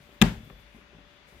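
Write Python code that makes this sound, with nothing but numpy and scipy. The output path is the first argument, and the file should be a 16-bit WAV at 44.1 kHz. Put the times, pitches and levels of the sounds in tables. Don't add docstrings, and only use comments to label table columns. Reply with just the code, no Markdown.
import sys
import numpy as np
from scipy import signal
from scipy.io import wavfile
from scipy.ndimage import uniform_filter1d

SR = 44100
rng = np.random.default_rng(int(sys.argv[2]) if len(sys.argv) > 2 else 0)


def generate_wav(signal):
    frames = np.transpose(np.atleast_2d(signal))
    scaled = np.clip(frames, -1, 1) * 32767
    pcm = np.round(scaled).astype(np.int16)
    wavfile.write(sys.argv[1], SR, pcm)


def decibels_to_gain(level_db):
    exponent = np.asarray(level_db, float) / 20
    return 10 ** exponent


N = 61739

# start_s, level_db, left_right_db, favoured_pitch_hz
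SNAP_CONTACTS = [(0.2154, -15, 10, 11000), (.2161, -9, 16.5, 3530), (.2169, -12, 6, 3930),
                 (.2182, -21.5, 0, 1723), (0.219, -12, 8, 2380), (.2203, -12.5, 16, 2354),
                 (.2212, -19, 17.5, 2040), (.2221, -12, 10, 7200), (.2229, -17.5, 15, 2210),
                 (.2238, -18.5, 19, 1710), (0.2254, -14.5, 5.5, 1780), (.2275, -20.5, -8, 1180)]
# pitch_hz, level_db, t60_s
LATCH_MODES = [(775, -7, 0.065), (1180, -13.5, 0.061), (1666, -6.5, 0.033), (2322, -6, 0.021),
               (2520, -10, 0.011), (3170, -5, 0.0094), (3555, -3, 0.0063), (4020, -18, 0.0095),
               (5620, -10, 0.009), (7360, -9.5, 0.0072), (9270, -15, 0.0025), (11000, -12.5, 0.0046),
               (12200, -10, 0.0022), (14530, -13.5, 0.0069)]
# pitch_hz, level_db, t60_s
CATCH_MODES = [(716, -23.5, 0.058), (834, -12, 0.036), (1010, -25, 0.011), (1362, -22, 0.054),
               (1900, -19.5, .015), (2140, -13.5, 0.014), (2653, -22, 0.021), (4500, -30, .01),
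               (4930, -17, 0.0061), (6470, -10, .006)]
# pitch_hz, left_right_db
LATCH_LEAN = [(800, -1.5), (3000, 1.5), (6000, -1), (8000, 7), (13000, -2)]
# start_s, level_db, softness_hz, direction (+1 push, -1 rebound)
SHELL_PUSHES = [
    (0.2139, -21, 500, 1),
    (0.2165, -18, 775, -1),
    (0.2195, -28.5, 900, 1),
    (0.2237, -12, 900, 1),
    (0.2258, -16.5, 810, -1),
    (0.2285, -19.5, 583, 1),
]
# pitch_hz, level_db, t60_s, left_right_db
SHELL_MODES = [(50.7, -8, 0.29, 5.5), (67.2, -9, 0.19, 5), (117.3, -17.5, 0.4, 3), (144, -20, 0.053, 3.5),
               (167.6, -4, 0.2, 4), (187.8, -16, 0.273, 2), (209.7, -1, 0.07, 7), (222.5, -25, 0.45, 3),
               (258.6, -10.5, 0.14, 8), (282, -29.5, 0.19, 3.5), (357, -5, 0.037, 5.5),
               (395, -19.5, 0.347, 4), (500, -31, 0.33, 13), (611, -33, 0.44, 5)]
# pitch_hz, level_db (per Hz)
TAIL_COLOUR = [(150, -8.5), (250, -3.5), (586, -11), (875, -8), (1080, -15), (1610, -11.5), (3840, -21),
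               (11900, -38.5), (16000, -42)]
# pitch_hz, t60_s
TAIL_DECAY = [(250, 0.29), (1000, 0.31), (4000, 0.31), (15000, 0.42)]
# start_s, level_db, left_right_db, favoured_pitch_hz
DROP_CONTACTS = [
    (.4985, -43, 16, 1200),
    (.5002, -40.5, 19, 2320),
    (.5023, -43, 15, 1290),
    (.5038, -46, 4, 1200),
    (.5075, -62, -1, 900),
]
# start_s, level_db, softness_hz, direction
DROP_KNOCKS = [
    (.4979, -43, 1500, 1),
    (.4997, -40, 2200, -1),
    (.5022, -44, 2200, -1),
    (.5035, -42, 1300, -1),
    (.5071, -41, 700, -1),
    (.5094, -39, 230, 1),
]
# start_s, level_db, favoured_pitch_hz
HAND_BUMPS = [(.003, -46.5, 151), (0.091, -44, 420), (0.126, -49, 303), (0.162, -55, 240),
              (0.319, -34, 193), (0.404, -43, 216), (.37, -34, 118), (0.43, -36.5, 119),
              (0.459, -41.5, 142), (0.474, -45, 240), (0.5, -45, 420), (0.507, -35, 54), (0.508, -57, 198),
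              (.52, -49, 500), (.53, -47.5, 169), (.56, -52.5, 170), (.595, -48.5, 123),
              (0.634, -53.5, 156), (.71, -54, 133), (0.746, -47, 214), (.764, -48, 243),
              (0.781, -49.5, 394), (0.815, -53, 214), (.835, -57, 202), (.931, -46.5, 398),
              (0.947, -47, 171.4), (.965, -50, 172), (0.984, -45.5, 289), (.994, -55, 355),
              (1.006, -54.5, 169), (1.051, -56, 168), (1.285, -58.5, 500), (1.305, -58, 410),
              (1.325, -50, 183), (1.346, -50, 343), (1.363, -44, 51.7), (1.384, -45, 52), (1.372, -60, 410)]
# start_s, level_db
GRIP_RUMBLE = [
    [(0.0, -67), (0.048, -61.5), (0.09, -65.5), (0.102, -67), (0.18, -60), (0.2, -50)],
    [(0.36, -42), (0.486, -77), (0.512, -53), (0.822, -66), (1.006, -66), (1.152, -85), (1.194, -68),
     (1.246, -80), (1.4, -46.5)],
]
# start_s, level_db, hiss_centre_hz, broad_part_db
SKIN_SLIDE = [(0, -79.5, 13900, 3.5), (.11, -78, 13500, 0.5), (.14, -77.5, 13600, 3.5),
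              (.2, -83, 13500, 2.5), (.28, -76, 13460, -3.5), (.42, -76.5, 13500, 0), (.45, -69, 13440, -5),
              (.49, -74.5, 13700, -1), (.585, -74.5, 13200, -7.5), (.605, -75, 12150, -2),
              (.65, -86, 10440, 6.5), (.73, -86.5, 11300, 7.5), (.755, -75, 11300, -2),
              (.88, -94.5, 11000, 8.5), (1.262, -99, 11620, 15), (1.285, -88.5, 11600, 15.5),
              (1.35, -87, 11400, 12.5), (1.4, -85.5, 12200, 9.5)]
# start_s, level_db
SKIN_SQUEAK = [(0, -95), (.11, -92), (.135, -78), (.2, -79), (.26, -92), (.3, -105)]
# start_s, level_db
HUM_SWELL = [(0, -66), (.07, -69), (.18, -67.5), (.45, -76.5), (.8, -69.5), (1.18, -71.5), (1.24, -77),
             (1.3, -70.5), (1.4, -68)]
# start_s, level_db
WHINE_SWELL = [(0, -82), (.3, -71), (.4, -70.5), (.62, -70.5), (.72, -78.5), (.84, -83), (.89, -77),
               (1.2, -72.5), (1.25, -80)]
# pitch_hz, level_db (per Hz)
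AIR_COLOUR = [(50, -1.5), (95, -10.5), (170, -5.5), (600, -12), (2300, -10.5), (3900, -17), (4900, -24),
              (16000, -34)]
# pitch_hz, likeness (0 to 1)
EAR_LIKENESS = [(60, 0.95), (250, 0.8), (500, 0.55), (1200, 0.029), (5000, 0.0089)]
# pitch_hz, left_right_db
NOISE_LEAN = [(60, 11.5), (500, 4), (1400, 7), (3200, 10), (6000, -4.5), (12000, 5)]

LATCH_DB, SPREAD_DB = -8.5, 2.5
CRACK_DB, CRACK_T60_S = -9.5, 0.004
FAVOUR_DB, FAVOUR_OCT = 10, 0.37
SIZZLE_DB, SIZZLE_T60_S = -12.5, 0.004
BUMP_FAVOUR_DB, BUMP_OCT, BUMP_SOFT_HZ, BUMP_T60_S = 21, 0.26, 900, 0.12
TAIL_DB, TAIL_START_S, TAIL_RISE_S = -27.5, 0.2217, 0.013
EARLY_DB, EARLY_T60_S = -3.5, 0.048
DROP_CUT_HZ, DROP_DAMPING = 2800, 0.26
KNOCK_LOW_HZ, KNOCK_DB = 110, 19
SCUFF_DB, SCUFF_T60_S = -11.5, 0.062
SLIDE_WIDTH_HZ, BROAD_LOW_HZ, RUSTLE_DB = 520, 6440, 6
SQUEAK_HZ = 15000
HUM_HZ, WHINE_HZ = 582.6, 3441.5
AIR_DB, AIR_EDGE_HZ, AIR_ABOVE_DB = -61, 7300, -36
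BOTTOM_HZ, TOP_HZ = 40.3, 16000


def rms_one(x):
    return x / np.sqrt(np.mean(x ** 2) + 1e-20)


def in_time(rows):
    s, *columns = np.transpose(rows)
    return [np.interp(np.arange(N) / SR, s, column) for column in columns]


def at_hz(points, hz):
    pitch_hz, value = np.transpose(points)
    return np.interp(np.log(hz), np.log(pitch_hz), value)


def pan(db):
    return decibels_to_gain(np.array([[db / 2], [-db / 2]]))


def band(x, low_hz, high_hz, order=2):
    return signal.sosfilt(signal.butter(order, [low_hz, high_hz], "band", fs=SR, output="sos"), x)


def drift(rate_hz):
    r = np.exp(-2 * np.pi * rate_hz * 40 / SR)
    slow = signal.lfilter([1], [1, -2 * r, r * r], rng.standard_normal(N // 40 + 2002))[2000:]
    return np.interp(np.arange(N) / 40, np.arange(len(slow)), rms_one(slow))


def ring(clicks, hz, t60):
    r, w = decibels_to_gain(-60 / (t60 * SR)), 2 * np.pi * hz / SR
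    return signal.lfilter([0, np.sin(w)], [1, -2 * r * np.cos(w), r * r], clicks + 1e-18)


def noise_bursts(clicks, t60):
    envelope = signal.lfilter([1], [1, -decibels_to_gain(-60 / (t60 * SR))], clicks + 1e-18)
    return envelope * rng.standard_normal((2, N))


def soft(s, db, soft_hz):
    t = np.maximum(np.arange(N) / SR - s, 0)
    w = 2 * np.pi * soft_hz
    return decibels_to_gain(db) * t * np.exp(-w * t) * w ** 2 / SR


def favour(hz, centre_hz, boost_db, octaves=FAVOUR_OCT):
    return boost_db * np.exp(-(np.log2(hz / centre_hz) / octaves) ** 2)


def banded_noise(colour, shape, patchy_db):
    out, power = 0, 0
    edges = 30 * 2 ** np.arange(0, 9.3, 1 / 3)
    white = rng.standard_normal((2, 2, N))
    for k, (low, high) in enumerate(zip(edges, edges[1:])):
        mid, side = band(white[k % 2], low, high)
        hz = np.sqrt(low * high)
        alike = np.clip(at_hz(EAR_LIKENESS, hz), 0, 1)
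        gain = decibels_to_gain(at_hz(colour, hz))
        pair = np.sqrt(1 + alike) * mid + np.sqrt(1 - alike) * side * [[1], [-1]]
        envelope = gain * shape(hz) * decibels_to_gain(patchy_db * drift(6.4))
        out = out + envelope * pan(at_hz(NOISE_LEAN, hz)) * pair
        power += gain ** 2 * (high - low) * 2 / SR
    return out / np.sqrt(power)


def latch(contacts, damping=1, modes=LATCH_MODES, crack_db=CRACK_DB):
    s, db, side_db, centre_hz = np.transpose(contacts)
    at = (s * SR).astype(int)
    luck = rng.standard_normal((len(s), 2, len(modes)))
    sign = rng.choice([-1, 1], (len(s), 2, len(modes)))
    sizes = decibels_to_gain(db + np.outer([.5, -.5], side_db))
    out = np.zeros((2, N))
    for k, (hz, level_db, t60) in enumerate(modes):
        ears = sign[:, [0, 0 if hz < 2000 else 1], k].T
        strike_db = LATCH_DB + level_db + favour(hz, centre_hz, FAVOUR_DB) + SPREAD_DB * luck[:, :, k].T
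        clicks = np.zeros((2, N))
        clicks[:, at] = sizes * decibels_to_gain(strike_db) * ears
        out += pan(at_hz(LATCH_LEAN, hz)) * ring(clicks, hz, t60 * damping)
    clicks = np.zeros((2, N))
    clicks[:, at] = sizes
    crack = band(noise_bursts(clicks, CRACK_T60_S), 1000, 4200)
    return out + decibels_to_gain(crack_db) * pan(2.7) * crack


def catch():
    return pan(3.2) * latch(SNAP_CONTACTS, modes=CATCH_MODES, crack_db=-24)


def sizzle():
    s, db, side_db, _ = np.transpose(SNAP_CONTACTS)
    clicks = np.zeros((2, N))
    clicks[:, (s * SR).astype(int)] = decibels_to_gain(.5 * db + np.outer([.25, -.25], side_db))
    burst = band(noise_bursts(clicks, SIZZLE_T60_S), 4300, 15000)
    return decibels_to_gain(SIZZLE_DB - 7.5) * pan(3.0) * burst


def shell():
    force = sum(np.sign(way) * soft(s, db, soft_hz) for s, db, soft_hz, way in SHELL_PUSHES)
    bumps = np.array([soft(s, db, BUMP_SOFT_HZ) for s, db, _ in HAND_BUMPS])
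    centre_hz = np.array(HAND_BUMPS)[:, 2]
    out = 0
    for hz, db, t60, side_db in SHELL_MODES:
        touch_db = favour(hz, centre_hz, BUMP_FAVOUR_DB, BUMP_OCT) - BUMP_FAVOUR_DB - 4.5
        touch = decibels_to_gain(touch_db) @ bumps
        boom = decibels_to_gain(db) * ring(force, hz, t60)
        out = out + pan(side_db) * (boom + ring(touch, hz, BUMP_T60_S))
    return out


def room_tail():
    t = np.maximum(np.arange(N) / SR - TAIL_START_S, 0)
    rise = 1 - np.exp(-t / TAIL_RISE_S)
    early = decibels_to_gain(EARLY_DB - 60 * t / EARLY_T60_S)

    def shape(hz):
        late = decibels_to_gain(-60 * t / at_hz(TAIL_DECAY, hz))
        return (hz > 200) * rise * (early + late)

    return decibels_to_gain(TAIL_DB) * banded_noise(TAIL_COLOUR, shape, patchy_db=0.3)


def latch_drop():
    lowpass = signal.butter(4, DROP_CUT_HZ, fs=SR, output="sos")
    return signal.sosfilt(lowpass, latch(DROP_CONTACTS, DROP_DAMPING))


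def knocks():
    force = 0
    for s, db, soft_hz, way in DROP_KNOCKS:
        force = force + np.sign(way) * soft(s, db + KNOCK_DB, soft_hz) * 2000 / soft_hz
    return pan(5.5) * band(force, KNOCK_LOW_HZ, DROP_CUT_HZ)


def scuffs():
    t = np.arange(N) / SR
    shape = np.zeros(N)
    for s, db, hz in HAND_BUMPS:
        if (s > .7 or s < .2) and hz > 100:
            shape += decibels_to_gain(db - 60 * np.maximum(t - s, 0) / SCUFF_T60_S) * (t > s)
    grain = shape * (rng.standard_normal((2, N)) + rng.standard_normal(N))
    return decibels_to_gain(SCUFF_DB + 9.5) * pan(5.7) * band(grain + 1e-18, 280, 1100, order=3)


def grip():
    grip_db, = in_time(GRIP_RUMBLE[0] + GRIP_RUMBLE[1])
    low = band(rng.standard_normal(N), 42, 66)
    low = low / np.sqrt(uniform_filter1d(low ** 2, size=1400) + 1e-9)
    return decibels_to_gain(grip_db) * pan(4.2) * rms_one(low)


def sliding_skin():
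    db, hz, broad_db = in_time(SKIN_SLIDE)
    lowpass = signal.butter(2, SLIDE_WIDTH_HZ / 2, fs=SR, output="sos")
    slow = signal.sosfilt(lowpass, rng.standard_normal((2, 2, N)))
    turn = 2 * np.pi * np.cumsum(hz) / SR
    narrow = rms_one(slow[0] * np.cos(turn) + slow[1] * np.sin(turn))
    broad = rms_one(band(rng.standard_normal((2, N)), BROAD_LOW_HZ, 14500))
    rustle = rms_one(band(rng.standard_normal((2, N)), 500, 6000, order=1))
    hiss = narrow + decibels_to_gain(broad_db) * (broad + decibels_to_gain(RUSTLE_DB) * rustle)
    return decibels_to_gain(db + 1.2 * drift(10.0)) * pan(4.7) * hiss


def squeak():
    db, = in_time(SKIN_SQUEAK)
    hiss = band(rng.standard_normal((2, N)), SQUEAK_HZ - 350, SQUEAK_HZ + 350)
    return decibels_to_gain(db) * pan(4.0) * rms_one(hiss)


def appliances():
    t = np.arange(N) / SR
    hum_db, = in_time(HUM_SWELL)
    whine_db, = in_time(WHINE_SWELL)
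    hum = decibels_to_gain(hum_db + 1.2 * drift(5)) * pan(8.8) * np.sin(2 * np.pi * HUM_HZ * t)
    whine = decibels_to_gain(whine_db) * pan(12.5) * np.sin(2 * np.pi * WHINE_HZ * t)
    return np.sqrt(2) * (hum + whine)


def room_air():
    air = decibels_to_gain(AIR_DB) * banded_noise(AIR_COLOUR, lambda hz: 1, patchy_db=-1.05)
    dull = signal.sosfiltfilt(signal.butter(8, AIR_EDGE_HZ, fs=SR, output="sos"), air)
    return dull + decibels_to_gain(AIR_ABOVE_DB) * (air - dull)


def scene():
    air = room_air()
    drop = latch_drop() + knocks()
    snap = latch(SNAP_CONTACTS) + shell()
    hand = scuffs()
    tail = room_tail()
    hand = hand + grip() + sliding_skin()
    background = air + appliances()
    hand = hand + squeak()
    snap = snap + catch() + sizzle()
    return snap + tail + drop + hand + background


def roll_off(x):
    return signal.sosfilt(signal.butter(12, 16770, fs=SR, output="sos"), x)


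def record(dry):
    x = signal.sosfilt(signal.butter(6, BOTTOM_HZ, "high", fs=SR, output="sos"), dry)
    rounded = .98 * np.tanh(x / .98)
    mix = signal.sosfilt(signal.cheby2(14, 27, TOP_HZ + 100, fs=SR, output="sos"), rounded)
    return roll_off(mix)


dry = scene()
out = record(dry)
generate_wav(out)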